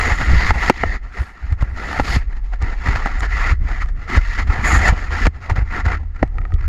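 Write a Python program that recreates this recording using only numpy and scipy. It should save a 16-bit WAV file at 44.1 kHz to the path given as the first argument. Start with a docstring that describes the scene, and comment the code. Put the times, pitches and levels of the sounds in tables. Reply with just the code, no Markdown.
"""From the start a sled scrapes over packed snow in surges, heard inside a hard camera case riding on it:
snapping crystals and friction, filtered by case resonances near 1.35 and 1.9 kHz, over rumbling sway and wind.
Bumps thump as single heaves, lumps crunch as grain bursts and powder fizzes; from 0.5 s hard knocks ring the hull
as dying modes, the strongest at 0.7 s overloading the recorder. Sharp ticks, dying modes with a noise click, come
sparsely from 1.5 s. A wavering 80 Hz hull shudder comes in after 4 s; ticks crowd together from 6.3 s."""
import sys
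import numpy as np
from scipy import signal
from scipy.fft import rfft, irfft
from scipy.io import wavfile
from scipy.ndimage import uniform_filter1d

SR = 44100
rng = np.random.default_rng(int(sys.argv[2]) if len(sys.argv) > 2 else 0)


def unload_wav(signal):
    """Save mono or channel-first audio to the path in sys.argv[1] as 16-bit WAV at rate SR, clipped to [-1, 1]."""
    wavfile.write(
        sys.argv[1],
        SR,
        np.round(np.clip(np.atleast_2d(signal).T, -1, 1) * 32767).astype(np.int16),
    )


N = 294588

# hull bites, bears down or eases off, lifts clear:
# start_s, length_s, level_db, swell_start_to_end_db, low_grind_re_level_db, bright_hiss_re_level_db
SCRAPES = [ (0.0, 0.13, -20, -2, -4, -12), (0.134, 0.072, -30, -2, -6, -14),
           (0.187, 0.31, -23.5, 9, -5.5, -11), (0.54, 0.042, -29.5, -1, 0, -12.5),
           (0.586, 0.1, -21.5, 7, -7, -12), (0.733, 0.048, -37, 5, -3, -7),
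           (0.798, 0.035, -26.5, 2, -9, -14), (0.86, 0.096, -28, 2, -5.5, -15.5),
           (1.033, 0.075, -46.5, -6, 1.5, -13), (1.145, 0.17, -39, -8.5, -5, -13.5),
           (1.343, 0.19, -43, 5, -3, -14.5), (1.593, .12, -41, -2, -2, -17),
           (1.775, 0.23, -28.5, 7.5, -1.5, -12.5), (2.051, 0.11, -27.5, 5, 0, -4),
           (2.184, 0.04, -40.5, 3, -4, -13), (2.286, 0.043, -45.5, 12, -1.5, -15),
           (2.368, 0.0093, -42, -4, 2.5, -11), (2.445, .07, -57.5, -9, 6, -3.5),
           (2.534, 0.0096, -36.5, -1.5, 2.5, -12), (2.62, 0.11, -33, 1.5, 0.5, -14.5),
           (2.74, 0.2, -49, 8, 8, -3), (2.864, 0.33, -29.5, -8.5, -3.5, -14),
           (3.228, 0.032, -24.5, -4.5, -5, -15), (3.315, 0.2, -23.5, 5, -9, -14.5),
           (3.613, 0.11, -40, 16, -2, -13), (3.678, 0.11, -33.5, 3, -5, -15.5),
           (3.819, 0.007, -23.5, -7.5, -23, -16.5), (3.857, .04, -47, 7, -2, -13),
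           (3.961, 0.083, -43, 12, -3.5, -14), (4.091, 0.08, -22, 8.5, -3, -14),
           (4.213, 0.15, -31.5, 6, -12, -11.5), (4.383, 0.036, -25, -3, -7, -12.5),
           (4.504, 0.19, -28.5, -3.5, -1.5, -15), (4.646, 0.12, -17.5, 3.5, -4.5, -14.5),
           (4.79, 0.1, -18, 8.5, -4, -13.5), (4.915, 0.015, -39, 17, 6.5, -9),
           (4.971, .11, -32.5, -5, -3.5, -12.5), (5.118, 0.13, -25.5, 1.5, -3.5, -12),
           (5.348, 0.042, -47, -6, 1, -12.5), (5.418, 0.05, -37.5, 1.5, -3.5, -12),
           (5.507, 0.011, -26, -10.5, 4, -15.5), (5.574, 0.052, -32.5, -14.5, -2.5, -17),
           (5.646, 0.07, -40.5, 13, -4, -15.5), (5.726, 0.076, -25, 1.5, -4, -17.5),
           (5.859, 0.093, -25.5, 1, -2.5, -18), (5.985, 0.05, -55, -2, 14.5, -9),
           (6.16, 0.11, -44.5, -4, 0.5, -15.5), (6.352, 0.25, -56, -8, 11, -12),
           (6.6, 0.094, -38.5, -1, -7, -18)]
# fast gliding sings, slow ploughing crunches: time_s, extra_wall_ring_db, clumping_db (before CLUMP_SHARE)
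GLIDE = [(0, -3.5, 5.5), (.45, 5, -4.5), (.65, 4, 5.5), (.95, 10.5, 0), (1.2, -15.5, 4), (2.1, -2.5, 2.5),
         (2.9, -9, 5), (3.4, -2, 2), (4.2, -3.5, 5), (4.8, -7, 2.5), (5.8, -11, 5), (6.6, -8, 12)]
# icy crust whistling past: peak_s, upper_ring_lift_db, half_length_s
CRUST_PATCHES = [(0.416, 3, .04), (0.934, 1, 0.048), (2.116, 1.5, 0.08)]
# snow noise, relative density: freq_hz, density_db_per_hz
SNOW_SPECTRUM = [(100, 5), (220, 3), (400, -4.5), (600, -9.5), (1000, 4.5), (2200, -2.5), (2600, -7),
                 (3300, -15), (5300, -19.5), (5900, -29), (7300, -33.5), (8300, -41), (12000, -45),
                 (15500, -61.5)]
# camera case resonances and dips: freq_hz, width_hz, lift_db
CASE_MODES = [(540, 520, 6.5), (736, 76, 6), (1028, 114, -6.5), (1368, 150, 6), (1532, 54, -8),
              (1805, 340, 6), (2030, 230, 5.5), (4420, 690, 3), (6810, 1800, 15), (9200, 2200, -3.5),
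              (11000, 2000, 11)]
# snow lumps collapsing under the hull: start_s, nominal_level_db, length_s
CRUNCHES = [(0.108, -13, 0.0078), (0.203, -17.5, 0.029), (0.805, -28, 0.0069), (1.168, -29.5, 0.049),
            (1.6, -35, 0.0074), (1.608, -25.5, 0.014), (2.864, -18, 0.025), (2.887, -29, 0.016),
            (2.951, -19, 0.021), (3.061, -19.5, 0.016), (3.717, -30, .008), (3.816, -23.5, 0.0086),
            (4.386, -19, 0.017), (4.47, -28, 0.017), (4.524, -23.5, 0.021), (5.252, -12.5, 0.014),
            (5.556, -22, 0.011), (5.849, -19, 0.014)]
# powder clouds thrown on the case: peak_s, level_db (before FIZZ_DB), build_up_db_per_s, settling_db_per_s
PUFFS = [(0.0, -67, 300, 70), (0.68, -61, 40, 400), (1.22, -62, 188, 140), (2.16, -51.5, 65, 550),
         (4.88, -74, 17, 487)]
# snow rubbing on the case: start_s, length_s, level_db (before SHRILL_DB), swell_db
RUBS = [(0.0, 0.3, -45, -12), (3.201, .003, -42, -10), (4.661, 0.12, -29.5, -3), (4.835, 0.046, -38, 16)]
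# powder fizz, relative density: freq_hz, density_db_per_hz
POWDER_SPECTRUM = [(3000, -20), (5000, -7.5), (7500, -8), (9000, -9), (11200, -10.5), (12500, -14),
                   (14200, -25), (15500, -22.5)]
# shrill case modes: freq_hz, width_hz, level_db
SHRILL_MODES = [(6900, 670, 7), (10870, 1500, -13)]
# hard knocks: start_s, strength_db, contact_s, spot_pitch_hz, spot_ring_re_blow_db, crunch_db
KNOCKS = [(0.5062, 0, 0.000055, 864, -8.5, -9), (0.6982, 9, 0.00015, 371, -7.5, -1.5),
          (0.8357, -1.5, 0.000056, 697, -10, -26), (1.624, -15, 0.0019, 330, -24, -23),
          (1.9965, -2, 0.0006, 830, -2, -12), (2.161, -15, 0.001, 230, 0.5, -18.5),
          (3.059, -7, 0.000052, 823, -5, -18), (4.172, -13.5, 0.000077, 282, -3, -17),
          (5.2675, -8, 0.0008, 200, -8, -7), (5.498, -25, 0.00022, 750, -9, -15.5),
          (6.228, 0, 0.0013, 777, -7, -17.5)]
# hull modes under a blow, before random variation: freq_hz, level_db, t60_s
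HULL_MODES = [(262, -3.5, 0.022), (358, -2.5, 0.016), (474, -0.5, 0.012), (634, -1, 0.017),
              (756, 2.5, 0.0069), (1027, 2.5, 0.0075), (1323, -4, 0.018), (1987, -1, 0.015),
              (2990, -17, 0.021)]
# the shut case muffles the top of every blow: freq_hz, gain_db
CASE_LOSS = [(7200, -1), (8500, -2.5), (12000, -9), (15500, -26)]
# soft thumps over bumps: centre_s, peak_db (before THUMP_DB), pitch_hz
THUMPS = [(0.122, -7.5, 70.5), (0.226, -8, 65), (0.514, -4, 53.7), (0.561, -11.5, 132), (0.864, -10, 61.6),
          (1.212, -7, 61.4), (1.451, -8.5, 48.7), (1.525, -5, 75.6), (1.6275, -3, 77), (2.012, -3.5, 77),
          (2.168, -2.5, 81.7), (2.633, -6.5, 56.6), (2.89, -5.5, 113), (2.96, -8, 72), (3.527, -3, 64.4),
          (4.181, -2, 70.4), (4.498, -5, 63), (4.593, -6.5, 69), (4.748, -10, 69), (4.906, -1.5, 63),
          (4.928, -5.5, 123), (5.277, -4.5, 76.5), (5.52, -4, 69.4), (5.587, -7, 88), (5.625, -7.5, 55.4),
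          (5.868, -3, 61), (6.2358, -2.5, 78.6), (6.541, -4.5, 66), (6.611, -14, 71)]
# ticks of the mount and icy crumbs; the one at 6.54 s is likely a thump overloading the recorder:
# start_s, peak_db, edge_click_re_ring_db
TICKS = [(1.525, -28, -6), (1.626, -30, -18), (2.531, -38, -15), (2.618, -22, -13), (2.624, -19.5, -8),
         (3.206, -18, -6.5), (3.719, -33, -22), (3.859, -29.5, -16), (3.887, -33.5, -5), (6.277, -42, -7),
         (6.384, -19, -25), (6.416, -29.5, -29), (6.4523, -21.5, -31), (6.5057, -40, -24),
         (6.521, -25, -24), (6.54, -34.5, 0), (6.562, -35, -26)]
# mount modes, before random variation: freq_hz, level_db, t60_s
MOUNT_MODES = [(777, -9.5, 0.031), (1213, -9, 0.016), (1260, 0, 0.028), (1910, -5, 0.027),
               (2360, -7, 0.0065), (4300, -44, .008)]
# click of a hard edge, relative density: freq_hz, density_db_per_hz
EDGE_SPECTRUM = [(500, -10), (2000, 15.5), (7000, 3), (14000, -23)]
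# slow sway: time_s, level_db (before SWAY_DB)
SWAY_LEVELS = [(0.0, -27), (0.15, -21.5), (0.82, -36.5), (0.87, -20.5), (1.39, -45.5), (1.47, -24),
               (1.99, -39), (2.19, -21.5), (3.91, -18.5), (4.09, -37), (4.15, -19), (5.19, -25.5),
               (5.26, -10.5), (5.36, -56), (5.54, -25), (6.16, -26.5), (6.27, -22), (6.68, -18.5)]
# sway noise, relative density: freq_hz, density_db_per_hz
SWAY_SPECTRUM = [(1, -53), (5, -24.5), (12, -11), (22, -1), (33, 7.5), (48, 0), (62, -7), (90, -61.5),
                 (200, -88.5)]
# wind on the case: time_s, level_db (before gusts)
WIND_LEVELS = [(0.0, -28.5), (0.46, -18), (0.65, -28.5), (1.1, -36), (1.21, -49), (2.1, -23.5), (2.29, -28),
               (2.55, -46), (2.77, -34.5), (3.64, -22.5), (4.18, -32.5), (4.35, -30), (4.78, -20.5),
               (5.08, -34.5), (6.08, -27.5), (6.23, -33.5), (6.46, -28), (6.68, -21)]
# buffeting noise, relative density: freq_hz, density_db_per_hz
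BUFFET_SPECTRUM = [(35, -3.5), (55, 5), (72, 3), (100, -10), (140, -17.5), (200, -24.5), (330, -31.5),
                   (700, -45.5), (2000, -80)]
# free shudder of the hull: time_s, rms_level_db
SHUDDER_LEVELS = [(4.0, -68), (4.25, -33), (4.9, -32.5), (5.28, -27), (5.42, -36), (5.6, -34), (6.0, -25.5),
                  (6.3, -40), (6.68, -25)]

TIME_S = np.arange(N) / SR
CLOCK_S = TIME_S[::32]  # coarse time for envelopes
BLOW_S = np.arange(4096) / SR  # time within one short event
HZ = np.fft.rfftfreq(N, 1 / SR)

BITE_DB_PER_S, LIFT_DB_PER_S = 899, 620  # onset of a brief contact; release of any contact
GENTLE_S = 0.19  # contacts much longer than this ease in slowly
SETTLE_DB, SETTLE_DB_PER_S = -29, 85  # loose snow rustles on after the lift
JUDDER_DB, JUDDER_HZ = 0.5, 30  # uneven snow shakes the pressure
CLUMP_SHARE = 0.44
MIDDLE_DB, GRIND_DB, HISS_DB = -1.5, -2.24, 0.2
GRIND_EDGE_HZ, HISS_EDGE_HZ = 980, 2440
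WALL_HZ, WALL_WIDTH_HZ = 1940, 390
CRUST_HZ, CRUST_WIDTH_HZ, CRUST_REST_DB = 4650, 540, -22.5
FLOOR_DB = -55.5  # faint creep of snow that never stops
FIZZ_DB, SHRILL_DB, THUMP_DB, SWAY_DB = 6, -2.0, -4.0, 0.73
GUST_DB, GUST_HZ = 5.5, 5.1  # the wind comes in lumps
DRAG_DB = -4  # low buffeting re the scrape that drives it
JOLT_DB, JOLT_S = -10.5, 0.02  # shaking around a thump: re its table level; half length
SHUDDER_HZ, SHUDDER_WANDER_HZ = 80, 2
BAND_EDGE_HZ = 15500


def scrape(middle_gain, grind_gain, hiss_gain, patchy_db=3.0):
    """The hull grinds over snow: deep snow gives more grind, icy crust more hiss."""
    wall_db, clump_db = curves(GLIDE)
    grains = crunch(per_s=2200, spread_db=0.0, smooth_db=0, clump_db=CLUMP_SHARE * clump_db, clump_hz=94)
    snow = patchy(in_case(grains), patchy_db)
    wall = resonate(snow, bell(WALL_HZ, WALL_WIDTH_HZ))
    crust = resonate(snow, bell(CRUST_HZ, CRUST_WIDTH_HZ))
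    crust_gain = amp(CRUST_REST_DB) + together([hump(*row) for row in CRUST_PATCHES])

    upper = above(snow, GRIND_EDGE_HZ)
    top = above(snow, HISS_EDGE_HZ)
    middle = steadied(upper - top + amp(wall_db) * wall, samples=1600)
    grind = steadied(snow - upper, samples=1300)
    hiss = steadied(top + crust_gain * crust, samples=1300)

    sliding = amp(MIDDLE_DB) * middle_gain * middle
    sliding += amp(GRIND_DB) * grind_gain * grind
    sliding += amp(HISS_DB) * hiss_gain * hiss
    creep = amp(FLOOR_DB) * in_case(rng.standard_normal(N))
    return sliding + creep


def pressure():
    """Envelopes of the scraping's middle, low grind and bright hiss, sharing one judder."""
    gains = np.array([contact(*row[:4]) for row in SCRAPES])
    *_, grind_db, hiss_db = np.transpose(SCRAPES)
    grind_gains = gains * amp(grind_db)[:, None]
    hiss_gains = gains * amp(hiss_db)[:, None]
    judder = amp(JUDDER_DB * wander(JUDDER_HZ))
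    return [judder * together(band) for band in (gains, grind_gains, hiss_gains)]


def contact(start_s, length_s, level_db, swell_db):
    """Gain of one contact with the snow: a bite, a steady swell or fade, a quick lift and a faint rustle."""
    t = CLOCK_S - start_s
    before_s = np.maximum(-t, 0)
    after_s = np.maximum(t - length_s, 0)
    held_db = level_db + swell_db * (np.clip(t / length_s, 0, 1) - 0.5)
    bite_db = -before_s * BITE_DB_PER_S / (1 + (length_s / GENTLE_S) ** 2)
    lift_db = np.maximum(-LIFT_DB_PER_S * after_s, SETTLE_DB - SETTLE_DB_PER_S * after_s)
    return amp(held_db + bite_db + lift_db)


def crunch(per_s, spread_db, smooth_db, clump_db, clump_hz):
    """Snow crystals snapping in clumps over smooth friction."""
    struck = rng.random(N) < per_s / SR
    sign = rng.choice([-1, 1], N)
    size_db = spread_db * np.minimum(rng.exponential(1, N), 4)
    snaps = evened(struck * sign * amp(size_db))
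    friction = amp(smooth_db) * rng.standard_normal(N)
    return evened((snaps + friction) * amp(clump_db * wander(clump_hz)))


def in_case(x):
    """Snow noise as it sounds through the resonant camera case."""
    case_db = sum(lift_db * bell(hz, width_hz) for hz, width_hz, lift_db in CASE_MODES)
    return evened(colour(x, spectrum(SNOW_SPECTRUM) + case_db))


def patchy(x, depth_db, frames=7):
    """Each lump of snow briefly favours its own pitches; the fine hiss above them stays smoother."""
    hz, _, z = signal.stft(x, SR, nperseg=512, noverlap=384)
    patches = rng.standard_normal(z.shape[::-1]).T
    for _ in range(2):
        patches = uniform_filter1d(patches, size=frames, axis=1)
        patches = uniform_filter1d(patches, size=3, axis=0)
    z = z * amp(depth_db * evened(patches) / (1 + (hz[:, None] / 3500) ** 2))
    return signal.istft(z, SR, nperseg=512, noverlap=384)[1][:N]


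def knocks(crunch_s=0.0044, spot_t60_s=0.034):
    """Hard lumps strike the hull and are crushed; each spot has its own note, longer contact sounds duller."""
    out, t = np.zeros(N), BLOW_S
    crushed = in_case(rng.standard_normal(N))
    for start_s, strength_db, contact_s, spot_hz, spot_db, crunch_db in KNOCKS:
        push = np.exp(-t / contact_s)
        blow = signal.fftconvolve(ring(HULL_MODES, t), push)[:len(t)]
        blow /= abs(blow).max()
        spot = ring([(spot_hz, 0, spot_t60_s)], t) * (1 - push)
        burst = crushed[round(start_s * SR):][:len(t)] * np.exp(-t / crunch_s)
        add(out, start_s, amp(strength_db) * (blow + amp(spot_db) * spot) + amp(crunch_db) * burst)
    return colour(out, spectrum(CASE_LOSS))


def thumps():
    """Each bump heaves the sled once: a push between two softer rebounds."""
    out = np.zeros(N)
    half = len(BLOW_S) // 2 / SR
    for centre_s, peak_db, pitch_hz in THUMPS:
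        u = np.pi * pitch_hz * (BLOW_S - half)
        heave = (2 * u ** 2 - 1) * np.exp(-u ** 2)
        add(out, centre_s - half, amp(peak_db) * heave)
    return amp(THUMP_DB) * out


def crunches(rise_s=0.0033):
    """A lump gives way in a quick rush of coarse grains."""
    envelope, t = np.zeros(N), BLOW_S
    for start_s, level_db, length_s in CRUNCHES:
        rush = (1 - np.exp(-t / rise_s)) * np.exp(-(t / length_s) ** 2)
        add(envelope, start_s, amp(level_db) * rush)
    grains = crunch(per_s=1000, spread_db=5.5, smooth_db=1.5, clump_db=3.5, clump_hz=150)
    return envelope * steadied(in_case(grains), samples=600)


def spray():
    """Fine powder fizzes against the case; where it rubs hard, the case rings shrilly."""
    grains = crunch(per_s=2600, spread_db=5.5, smooth_db=2.0, clump_db=2.4, clump_hz=60)
    fizz = evened(colour(grains, spectrum(POWDER_SPECTRUM)))
    modes = sum(amp(level_db) * bell(hz, width_hz) for hz, width_hz, level_db in SHRILL_MODES)
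    shrill = evened(resonate(grains, modes))
    powder = together([puff(*row) for row in PUFFS])
    rubbing = together([contact(*row) for row in RUBS])
    return amp(FIZZ_DB) * powder * fizz + amp(SHRILL_DB) * rubbing * shrill


def puff(peak_s, level_db, build_db_per_s, settle_db_per_s):
    """Gain of one powder cloud: builds up and settles at steady dB rates."""
    t = CLOCK_S - peak_s
    return amp(level_db - np.maximum(-build_db_per_s * t, settle_db_per_s * t))


def ticks(edge_s=0.002):
    """Small sharp ticks: dying mount modes plus a short noise click of the edge."""
    out, t = np.zeros(N), BLOW_S
    grit = evened(colour(rng.standard_normal(N), spectrum(EDGE_SPECTRUM)))
    for start_s, peak_db, edge_db in TICKS:
        edge = grit[round(start_s * SR):][:len(t)] * np.exp(-t / edge_s)
        add(out, start_s, amp(peak_db) * (ring(MOUNT_MODES, t) + amp(edge_db) * edge))
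    return colour(out, spectrum(CASE_LOSS))


def rumble(drag):
    """The sled sways; wind, drag and every bump buffet the case; the hull shudders at its own pitch."""
    sway = steadied(colour(rng.standard_normal(N), spectrum(SWAY_SPECTRUM)), samples=3000)
    sway_gain = amp(curves(SWAY_LEVELS)[0] + SWAY_DB)

    buffet = steadied(colour(rng.standard_normal(N), spectrum(BUFFET_SPECTRUM)), samples=2000)
    wind = amp(curves(WIND_LEVELS)[0] + GUST_DB * wander(GUST_HZ))
    jolts = together([hump(centre_s, peak_db + JOLT_DB, JOLT_S) for centre_s, peak_db, _ in THUMPS])
    shaking = np.sqrt(wind ** 2 + (amp(DRAG_DB) * drag) ** 2 + jolts ** 2)

    pitch_hz = SHUDDER_HZ * (1 + 0.02476 * wander(SHUDDER_WANDER_HZ))
    shudder = np.sqrt(2) * np.sin(2 * np.pi * np.cumsum(pitch_hz) / SR)
    return sway_gain * sway + shaking * buffet + amp(curves(SHUDDER_LEVELS)[0]) * shudder


def ring(modes, t, vary_db=1.65):
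    """Dying modes after a blow, varied each time; neighbours swing in opposite directions. Peak 1."""
    x = np.zeros(len(t))
    for k, (hz, level_db, t60_s) in enumerate(modes):
        fade = amp(level_db + vary_db * rng.normal() - 60 * t / t60_s)
        varied_hz = hz * rng.uniform(0.97, 1.01)
        x += (-1) ** k * fade * np.sin(2 * np.pi * varied_hz * t)
    return x / abs(x).max()


def bell(hz, width_hz):
    """Shape of one resonance over all frequencies, top 1."""
    return 1 / (1 + (2 * (HZ - hz) / width_hz) ** 2)


def resonate(x, gain):
    """Filters by a linear gain for every frequency."""
    return irfft(rfft(x) * gain, N)


def colour(x, gain_db):
    """Filters by a gain in dB for every frequency."""
    return resonate(x, amp(gain_db))


def above(x, edge_hz):
    """The part of x over a smooth crossover."""
    return resonate(x, 1 - 1 / (1 + (HZ / edge_hz) ** 8))


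def spectrum(points):
    """A dB table read on a log-frequency axis."""
    hz, db = np.transpose(points)
    return np.interp(np.log(HZ + 1), np.log(hz), db)


def curves(rows):
    """Each column of a time table, sample by sample."""
    time_s, *columns = np.transpose(rows)
    return [np.interp(TIME_S, time_s, column) for column in columns]


def hump(peak_s, level_db, half_s):
    """Gain of a rounded swell."""
    return amp(level_db) * np.exp(-((CLOCK_S - peak_s) / half_s) ** 2)


def together(gains):
    """Adds envelopes by their power, sample by sample."""
    return np.interp(TIME_S, CLOCK_S, np.sqrt(np.sum(np.square(gains), axis=0)))


def wander(rate_hz):
    """Smooth random drift of rms 1, mostly below the given rate."""
    return evened(resonate(rng.standard_normal(N), 1 / (1 + (HZ / rate_hz) ** 4)))


def steadied(x, samples):
    """Evens out the slow swells of a noise, leaving its quick ones."""
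    power = uniform_filter1d(uniform_filter1d(x ** 2, samples), samples)
    return evened(x / np.sqrt(abs(power) + 1e-12))


def evened(x):
    """Scales to rms 1."""
    return x / np.sqrt(np.mean(x ** 2) + 1e-20)


def amp(db):
    """Decibels to gain."""
    return 10 ** (np.asarray(db) / 20)


def add(mix, start_s, sound):
    """Mixes a sound in at its start time."""
    part = mix[round(start_s * SR):][:len(sound)]
    part += sound[:len(part)]


def scene():
    """Everything reaches one microphone inside the case; both channels are equal."""
    middle, grind, hiss = pressure()
    mono = scrape(middle, grind, hiss)
    mono = mono + knocks() + thumps() + crunches() + spray() + ticks() + rumble(middle)
    return np.array([mono, mono])


def record(dry):
    """The recorder saturates on the hardest knocks, then limits the band."""
    clipped = dry / (1 + dry ** 8) ** (1 / 8)
    lowpass = signal.firwin(511, BAND_EDGE_HZ, window=("kaiser", 9), fs=SR)
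    return signal.oaconvolve(clipped, lowpass[None], "same")


dry = scene()
out = record(dry)
unload_wav(out)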